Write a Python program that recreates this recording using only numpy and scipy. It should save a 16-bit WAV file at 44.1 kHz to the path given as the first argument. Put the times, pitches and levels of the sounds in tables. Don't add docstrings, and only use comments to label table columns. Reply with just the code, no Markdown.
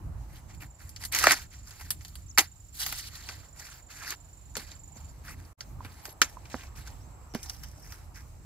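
import sys
import numpy as np
from scipy import signal
from scipy.io import wavfile

SR = 44100
rng = np.random.default_rng(int(sys.argv[2]) if len(sys.argv) > 2 else 0)


def rack_gain(trim_db):
    fader = np.asarray(trim_db, float)
    return 10 ** (fader / 20)


def to_wav(s):
    ch = np.atleast_2d(s).T
    pcm = np.round(np.clip(ch, -1, 1) * 32767)
    wavfile.write(sys.argv[1], SR, pcm.astype(np.int16))


N = 372644


def rms_one(x):
    return x / np.sqrt(np.mean(x ** 2) + 1e-20)


def level_in_time(rows):
    times, levels = np.transpose(rows)
    return np.interp(np.arange(N) / SR, times, levels)


def at_hz(points, hz):
    point_hz, values = np.transpose(points)
    return np.interp(np.log(hz), np.log(point_hz), values)


def drift(rate_hz):
    step = 20
    r = np.exp(-2 * np.pi * rate_hz * step / SR)
    coarse = rng.standard_normal(N // step + 2002)
    slow = signal.lfilter([1], [1, -2 * r, r * r], coarse)[2000:]
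    return np.interp(np.arange(N) / step, np.arange(len(slow)), rms_one(slow))


def band(x, low_hz, high_hz):
    sos = signal.butter(2, [low_hz, min(high_hz, .45 * SR)], "band", fs=SR, output="sos")
    return signal.sosfilt(sos, x)


def pair(alike):
    mid, side = rng.standard_normal((2, N))
    alike = np.clip(alike, -.99, .99)
    return (np.sqrt(1 + alike) * mid + np.sqrt(1 - alike) * side * [[1], [-1]]) / np.sqrt(2)


def fibres(per_s, spread_db, grain_s, smooth):
    sizes = rack_gain(spread_db * np.minimum(rng.exponential(1, N), 4))
    parted = rng.random(N) < per_s * rack_gain(5.0 * drift(25)) / SR
    puffs = signal.lfilter([1], [1, -np.exp(-1 / (grain_s * SR))], sizes * parted)
    return rms_one(smooth + rms_one(puffs))


# (time [s], length [s], crackle level [dB], body re crackle [dB], fizz re crackle [dB])
FLICKS = [(.48, 0.13, -56, 1, -11), (.6, 0.087, -49, 2, 0.5), (.785, 0.2, -57, 1, 2),
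          (1.115, 0.36, -30.5, -4, -5), (1.355, 0.052, -46.5, -13, -29), (1.5, 0.21, -52.5, -5, -9),
          (3.27, 0.24, -45, -3.5, -7), (4.58, .12, -43.5, -1, -3), (4.67, 0.14, -48, -4.5, -7.5),
          (4.94, 0.67, -62.5, -4, -3), (5.6, 0.072, -51, -8, -10), (6.27, 0.16, -55.5, -4.5, -4),
          (6.495, 0.2, -47, -5.5, -9), (6.57, 0.19, -55, 1, -8), (6.75, 0.15, -48, -4, -6),
          (6.85, 0.21, -54.5, -4, -6), (7.36, 0.15, -54.5, -2, 0), (7.415, 0.67, -57, -4.5, -1),
          (7.92, .16, -63, 1.5, 2.5), (8.14, 0.12, -53.5, 0.5, -3.5)]
DRAGS = [
    (.27, .14, -53, -3, 0),
    (.99, 0.066, -38.5, -1.5, 0),
    (1.19, 0.1565, -27, 3.5, -9),
    (2.72, 0.13, -37.5, -12, 0.5),
    (3.88, 0.2762, -39, -1.5, -6.5),
    (6.38, 0.13, -59, -2, -3.5),
    (7.76, 0.197, -58.5, 0, 1.5),
]
RUBS = [
    (1.63, 0.3, -57.5, -4.5, -3.5),
    (1.95, 0.31, -64, -8, -0.5),
    (2.78, 0.19, -39, -11, -4.5),
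    (2.92, 0.19, -44, -12.5, -3.5),
    (3.08, .24, -50, -6, -5.5),
    (3.54, 0.281, -53, -2.5, -4),
    (5.235, 0.12, -51, 5, -1),
    (5.34, 0.17, -69.5, 3, 0),
    (5.79, 0.36, -61, -1.5, -3.5),
]


def strokes():
    out = np.zeros((3, N + SR))
    # (table, attack [s], change over the stroke [dB], release [s])
    hands = ((FLICKS, .026, -24.5, .038), (DRAGS, .03, 19.2, .042), (RUBS, .06, -3, .055))
    for rows, attack_s, change_db, release_s in hands:
        for s, length, db, body_db, fizz_db in rows:
            t = np.arange(round(length * SR)) / SR
            fade = np.minimum(np.minimum(t / attack_s, (length - t) / release_s), 1)
            shape = rack_gain(change_db * t / length - max(change_db, 0)) * fade
            gain = rack_gain(db + 2.5 + np.array([[body_db], [0], [fizz_db]]))
            start = round(s * SR)
            out[:, start:start + len(t)] += gain * shape
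    return out[:, :N]


# (time [s], crackle peak [dB], body re crackle [dB], fizz re crackle [dB])
RIPS = [(.9615, -32, -13, -11), (1.037, -35.5, -4.5, 1), (1.123, -31.5, -21, 4), (1.1475, -14.5, -11, -6.5),
        (1.187, -20.5, -2.5, 1), (1.2391, -14.5, -0.5, -4), (1.2554, -23, -1, -15), (1.2685, -15, 7.5, -3),
        (1.2816, -25, -7, -8), (1.294, -23.5, 1.5, -4), (1.3078, -15.5, -0.5, -12), (1.3178, -16, -33, -3),
        (1.9047, -22.5, -9, 5.5), (2.3756, -14.5, 4, -10), (2.3826, -9.5, -2.5, -5.5),
        (2.3877, -14, -7.5, -5), (2.4064, -30.5, -1.5, 2), (2.8627, -22.5, -4.5, -4), (2.924, -33, 3, 6.5),
        (3.153, -33.5, -20, -14), (3.2883, -34, 3, -9.5), (4.105, -28, -22, -0.5), (4.5531, -29, -6.5, -14),
        (4.5671, -23.5, -12, -5.5), (5.6065, -32, -9.5, -13.5), (6.0537, -33, -5.5, -1),
        (6.2161, -9, -3, -10), (7.3471, -30.5, -2, -5), (7.496, -35, -7.5, -2.5)]
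TICKS = [(.5462, -49, -21, 2), (.6214, -44.5, 2.5, -8), (.8916, -42, -17, 1), (1.05, -28, -11.5, 3.5),
         (1.7072, -36.5, -8, -7), (1.7973, -45, 8, -3), (1.809, -34, -3.5, -2.5), (2.008, -40.5, -9, -18.5),
         (2.0482, -35, -9, -5.5), (2.0807, -43, -17, -3), (2.154, -36.5, -10, 0), (3.2074, -39.5, -7, -18),
         (4.7157, -40, -1.5, -19.5), (4.969, -42.5, -19, -21.5), (5.449, -53, -11.5, -1),
         (5.8472, -40.5, 5.5, -3.5), (6.0916, -42, -14, -10), (6.4538, -43.5, -1, -24),
         (6.4991, -43, -16, -13), (6.6341, -46, 5, -3), (6.8726, -41.5, -2.5, -21.5),
         (7.3373, -40.5, -11, -12.5), (7.429, -35.5, -21, 5.5), (7.6336, -41.5, -1, 2),
         (7.684, -51.5, -20, 3), (7.7136, -52, -28, 0), (7.921, -37.5, -3, -4), (8.1574, -44.5, 0, -15.5)]


def snap_envelopes(rise_s, crack_s, tail_db, tail_times, pan_db):
    out, t = np.zeros((3, 2, N + SR)), np.arange(SR // 4) / SR
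    # (table, decay by 60 dB [s], first crack over the decay [dB])
    for rows, t60, crack_db in ((RIPS, .054, 9), (TICKS, .054, 0)):
        crack = rack_gain(crack_db) * np.exp(-t / crack_s)
        tail = rack_gain(tail_db - 60 * t / (tail_times * t60))
        shape = (crack + rack_gain(-60 * t / t60) + tail) * np.minimum(t / rise_s, 1)
        for s, db, body_db, fizz_db in rows:
            zone_db = np.array([[body_db], [0], [fizz_db]])
            gain = rack_gain(db - 8.5 + zone_db + np.array([.5, -.5]) * pan_db)
            start = round(s * SR)
            out[:, :, start:start + len(t)] += gain[:, :, None] * shape
    return out[:, :, :N]


# (frequency [Hz], density [dB per Hz])
HUSK = [(250, -15.5), (500, -24), (850, -9.5), (1100, -18), (1350, -5), (2200, -10), (3300, -4.5),
        (4600, -9.5), (5800, -7.5), (7500, -6.5), (9000, -9), (12000, -7), (15500, -13)]
# (low [Hz], high [Hz], left-right likeness [0-1])
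ZONES = [(250, 2800, .85), (2800, 7500, .5), (7500, 16200, .45)]
# (centre [Hz], width [Hz], share [0-1], from [s], to [s])
LEAF_RINGS = [
    (4580, 880, 0.47, -0.5, 6.1),
    (1940, 280, 0.32, 0, 3.7),
    (5550, 1700, 0.98, 7, 8.45),
]


def husks(patchy_db, treble_lag_s, body_lag_s):
    rub = strokes()[:, None] * rack_gain(np.array([[-.8], [.8]]))
    rub = rub * fibres(per_s=1500, spread_db=5.0, grain_s=.001, smooth=1.6)
    snap = snap_envelopes(rise_s=.0005, crack_s=.00069, tail_db=-13.0, tail_times=2.66, pan_db=-1.0)
    snap = snap * fibres(per_s=600, spread_db=8.5, grain_s=.00024, smooth=6.6)
    leaf = np.zeros((2, N))
    for (low_hz, high_hz, alike), push in zip(ZONES, np.hypot(rub, snap)):
        count = round(3 * np.log2(high_hz / low_hz))
        edges = np.geomspace(low_hz, high_hz, count + 1)
        gains = rack_gain(at_hz(HUSK, np.sqrt(edges[1:] * edges[:-1])))
        gains = gains / np.sqrt(np.sum(gains ** 2 * np.diff(edges)) * 2 / SR)
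        drive = pair(alike) * push + 1e-18
        zone = np.zeros((2, N))
        for k, (gain, low, high) in enumerate(zip(gains, edges, edges[1:])):
            glint = rack_gain(patchy_db * drift(36) + .7 * drift(3.5))
            zone += gain * glint * band(drive, low, high) * (-1) ** k
        if low_hz > 2000:
            zone[1] = np.roll(zone[1], round(treble_lag_s * SR))
        else:
            zone[0] = np.roll(zone[0], round(body_lag_s * SR))
        leaf += zone
    t, rings = np.arange(N) / SR, np.zeros((2, N))
    for hz, width, share, start_s, end_s in LEAF_RINGS:
        heard = (t >= start_s) * (t < end_s)
        rings += share * rack_gain(1.5 * drift(4.0)) * heard * band(leaf, hz - width / 2, hz + width / 2)
    return leaf + rings


# (time [s], peak level [dB], pitch [Hz], puff re ring [dB], tap re ring [dB])
KNOCKS = [(1.241, -5.5, 1265, -11, -23), (2.383, -19.5, 770, 5, 16), (3.288, -41.5, 800, 9, 2.5),
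          (4.568, -32.5, 233, 15, 20.5), (4.962, -47, 223, 8, 10), (5.806, -30, 1000, -16, -9),
          (5.849, -37.5, 274, 5, -3), (6.082, -43, 370, 10, 15), (6.217, -24, 323, 4.5, 16),
          (6.370, -30.5, 1010, -27, -18), (6.5425, -25.5, 260, 5.5, 22), (7.339, -34.5, 310, 6, -7),
          (7.351, -21, 230, 1, 10)]


def knocks(contact_s, tap_s):
    out, t = np.zeros(N + SR), np.arange(SR // 5) / SR
    tap = band(np.exp(-((t - .001) / tap_s) ** 2) + 1e-18, 350, 2400) * .3
    for s, db, hz, puff_db, tap_db in KNOCKS:
        t60 = .018 + 7.0 / hz
        decay = rack_gain(-60 * t / t60) * (1 - np.exp(-t / contact_s))
        ring = np.sin(2 * np.pi * hz * t) * decay
        puff = band(rng.standard_normal(len(t)) * decay ** .57, 80, 700) * rack_gain(puff_db)
        start = round(s * SR)
        out[start:start + len(t)] += rack_gain(db) * (ring + puff + tap * rack_gain(tap_db))
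    pan_db = np.where(np.arange(N) / SR < 5.56, -5.5, -6)
    return out[:N] * rack_gain(np.array([[.5], [-.5]]) * pan_db)


# (start [s], length [s], level [dB])
STROKES = [
    (0, .013, 6.5),
    (0.012, 0.017, -1.5),
    (0.022, 0.014, -18),
]


def cricket(tone_hz, sag_hz):
    beats_per_s, first_beat_s = 23.713, .702
    start_s, end_s = .51, 5.13
    t = np.arange(N) / SR
    since = (t - first_beat_s) % (1 / beats_per_s)
    gate = np.zeros(N)
    for s, length, db in STROKES:
        gate += rack_gain(db) * np.sin(np.pi * np.clip((since - s) / length, 0, 1)) ** .13
    hz = tone_hz - sag_hz * since * beats_per_s + 50 * drift(120)
    phase = 2 * np.pi * np.cumsum(hz) / SR
    flutter_db = drift(30) + 1.8 * drift(150)
    soft_start_db = 4.5 * np.exp(start_s - t)
    level = rack_gain(-57 - soft_start_db + 1.1 * drift(1.5) + flutter_db) * gate
    level = level * (t > start_s) * (t < end_s)
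    return level * np.array([np.sin(phase) * rack_gain(-4.5), np.sin(phase + 1.6) * rack_gain(4.5)])


# (time [s], length [s], start pitch [Hz], end pitch [Hz], level [dB])
CHIRPS = [
    (2.28, 0.026, 5400, 6900, -55),
    (2.294, 0.024, 7040, 5270, -48),
    (4.949, 0.029, 6130, 6200, -52.5),
    (5.923, 0.14, 10600, 10500, -67),
    (6.022, 0.12, 11900, 11000, -53),
    (6.277, .03, 5800, 4870, -63),
    (6.997, 0.078, 5000, 6640, -66),
    (7.29, 0.046, 5730, 5500, -65.5),
    (7.56, 0.043, 5940, 5500, -71),
    (7.823, 0.026, 5600, 4800, -54),
]


def birds(blur_hz):
    out = np.zeros(N + SR)
    for s, length, start_hz, end_hz, db in CHIRPS:
        u = np.linspace(0, 1, round(length * SR))
        arch = 1 + .045 * np.sin(np.pi * u)
        hz = (start_hz + (end_hz - start_hz) * u) * arch
        note = np.sin(2 * np.pi * np.cumsum(hz) / SR) * np.sqrt(np.sin(np.pi * u).clip(0))
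        start = round(s * SR)
        out[start:start + len(u)] += rack_gain(db + 4) * note
    return out[:N] * np.array([.3 + drift(blur_hz), .3 + drift(blur_hz)])


# (time [s], level [dB])
CHORUS = [(0, -76), (.6, -68), (.8, -70), (5.5, -71), (5.6, -71), (6.7, -63.5), (8.45, -70)]


def chorus(low_hz, high_hz):
    shimmer_db = 2.5 * drift(35)
    blur = band(band(pair(0), low_hz, high_hz), low_hz, high_hz)
    return rack_gain(level_in_time(CHORUS) + shimmer_db) * rms_one(blur)


# (frequency [Hz], likeness [0-1])
LIKENESS = [(40, .88), (130, .88), (290, .7), (640, .4), (1400, .05), (15000, 0)]


def air_noise(spectrum, low_hz, high_hz, patchy_db, gust_db, count):
    out, edges = 0, np.geomspace(low_hz, high_hz, count + 1)
    for low, high in zip(edges, edges[1:]):
        hz = np.sqrt(low * high)
        level = rack_gain(at_hz(spectrum, hz) + patchy_db * drift(3.7))
        out = out + level * band(pair(at_hz(LIKENESS, hz)), low, high)
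    return rms_one(out * rack_gain(gust_db * drift(5)))


# (time [s], level [dB])
WIND = [(0, -37), (.54, -42), (.66, -39.5), (.73, -52.5), (.87, -45), (1.3, -42), (1.74, -51),
        (1.86, -42.5), (2.7, -49), (3.1, -45.5), (3.75, -50), (5.15, -46), (5.41, -39.5), (5.55, -54),
        (5.79, -38.5), (6.07, -50), (6.47, -45), (8.45, -46)]
# (frequency [Hz], density [dB per Hz])
RUMBLE = [(13, -38), (22, -28.5), (48, 0), (73, -1), (153, -15), (195, -24.5), (252, -21), (400, -33),
          (520, -64), (880, -120)]


def wind():
    return rack_gain(level_in_time(WIND)) * air_noise(RUMBLE, low_hz=23, high_hz=333, patchy_db=1.5, gust_db=1.4, count=7)


# (time [s], level [dB])
MURMUR = [(0, -56), (.7, -60.5), (1.46, -61.5), (2.4, -69), (3.3, -61.5), (4.5, -62), (5.3, -59),
          (6.4, -56.5), (8.45, -61)]
# (frequency [Hz], density [dB per Hz])
FIELD = [(300, -12.5), (500, -10.5), (1000, -4), (1400, -19), (2400, -21.5)]


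def murmur():
    noise = air_noise(FIELD, low_hz=272, high_hz=2540, patchy_db=2.0, gust_db=-.77, count=7)
    return rack_gain(level_in_time(MURMUR)) * noise


# (frequency [Hz], density [dB per Hz])
HISS = [(1200, -7), (2800, -6.5), (3400, -2), (4600, -7.5), (7000, -3.5), (9000, -10.5), (12000, -8),
        (15500, -10)]


def hiss():
    return rack_gain(-62.5) * air_noise(HISS, low_hz=1201, high_hz=16210, patchy_db=1.2, gust_db=1.1, count=10)


def scene():
    near = husks(patchy_db=3.0, treble_lag_s=.0002382, body_lag_s=.00007) + knocks(contact_s=.00046, tap_s=.00016)
    animals = cricket(tone_hz=7200, sag_hz=114) + birds(blur_hz=160) + chorus(low_hz=7300, high_hz=7900)
    air = (wind() + murmur() + hiss()) * rack_gain(np.array([[-1.1], [1.1]]))
    return near + animals + air


def band_limit(x):
    return signal.sosfilt(signal.butter(12, 16650, fs=SR, output="sos"), x)


# (low [Hz], high [Hz], depth [0-1])
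DIPS = [
    (2850, 4090, 0.5),
    (8550, 8700, 0.7),
]
# (time [s], gain [dB])
SPLICE = [(5.5305, -2.5), (5.5325, -31), (5.552, -41), (5.556, -95), (5.568, -90), (5.578, -18),
          (5.59, -1.5)]


def record(dry):
    for low_hz, high_hz, depth in DIPS:
        b, a = signal.butter(1, [low_hz, high_hz], "band", fs=SR)
        dry = dry - depth * signal.lfilter(b, a, dry)
    top_cut = signal.cheby2(14, 40, 15950, fs=SR, output="sos")
    mix = signal.sosfilt(top_cut, dry) * rack_gain(level_in_time(SPLICE))
    return band_limit(mix)


dry = scene()
out = record(dry)
to_wav(out)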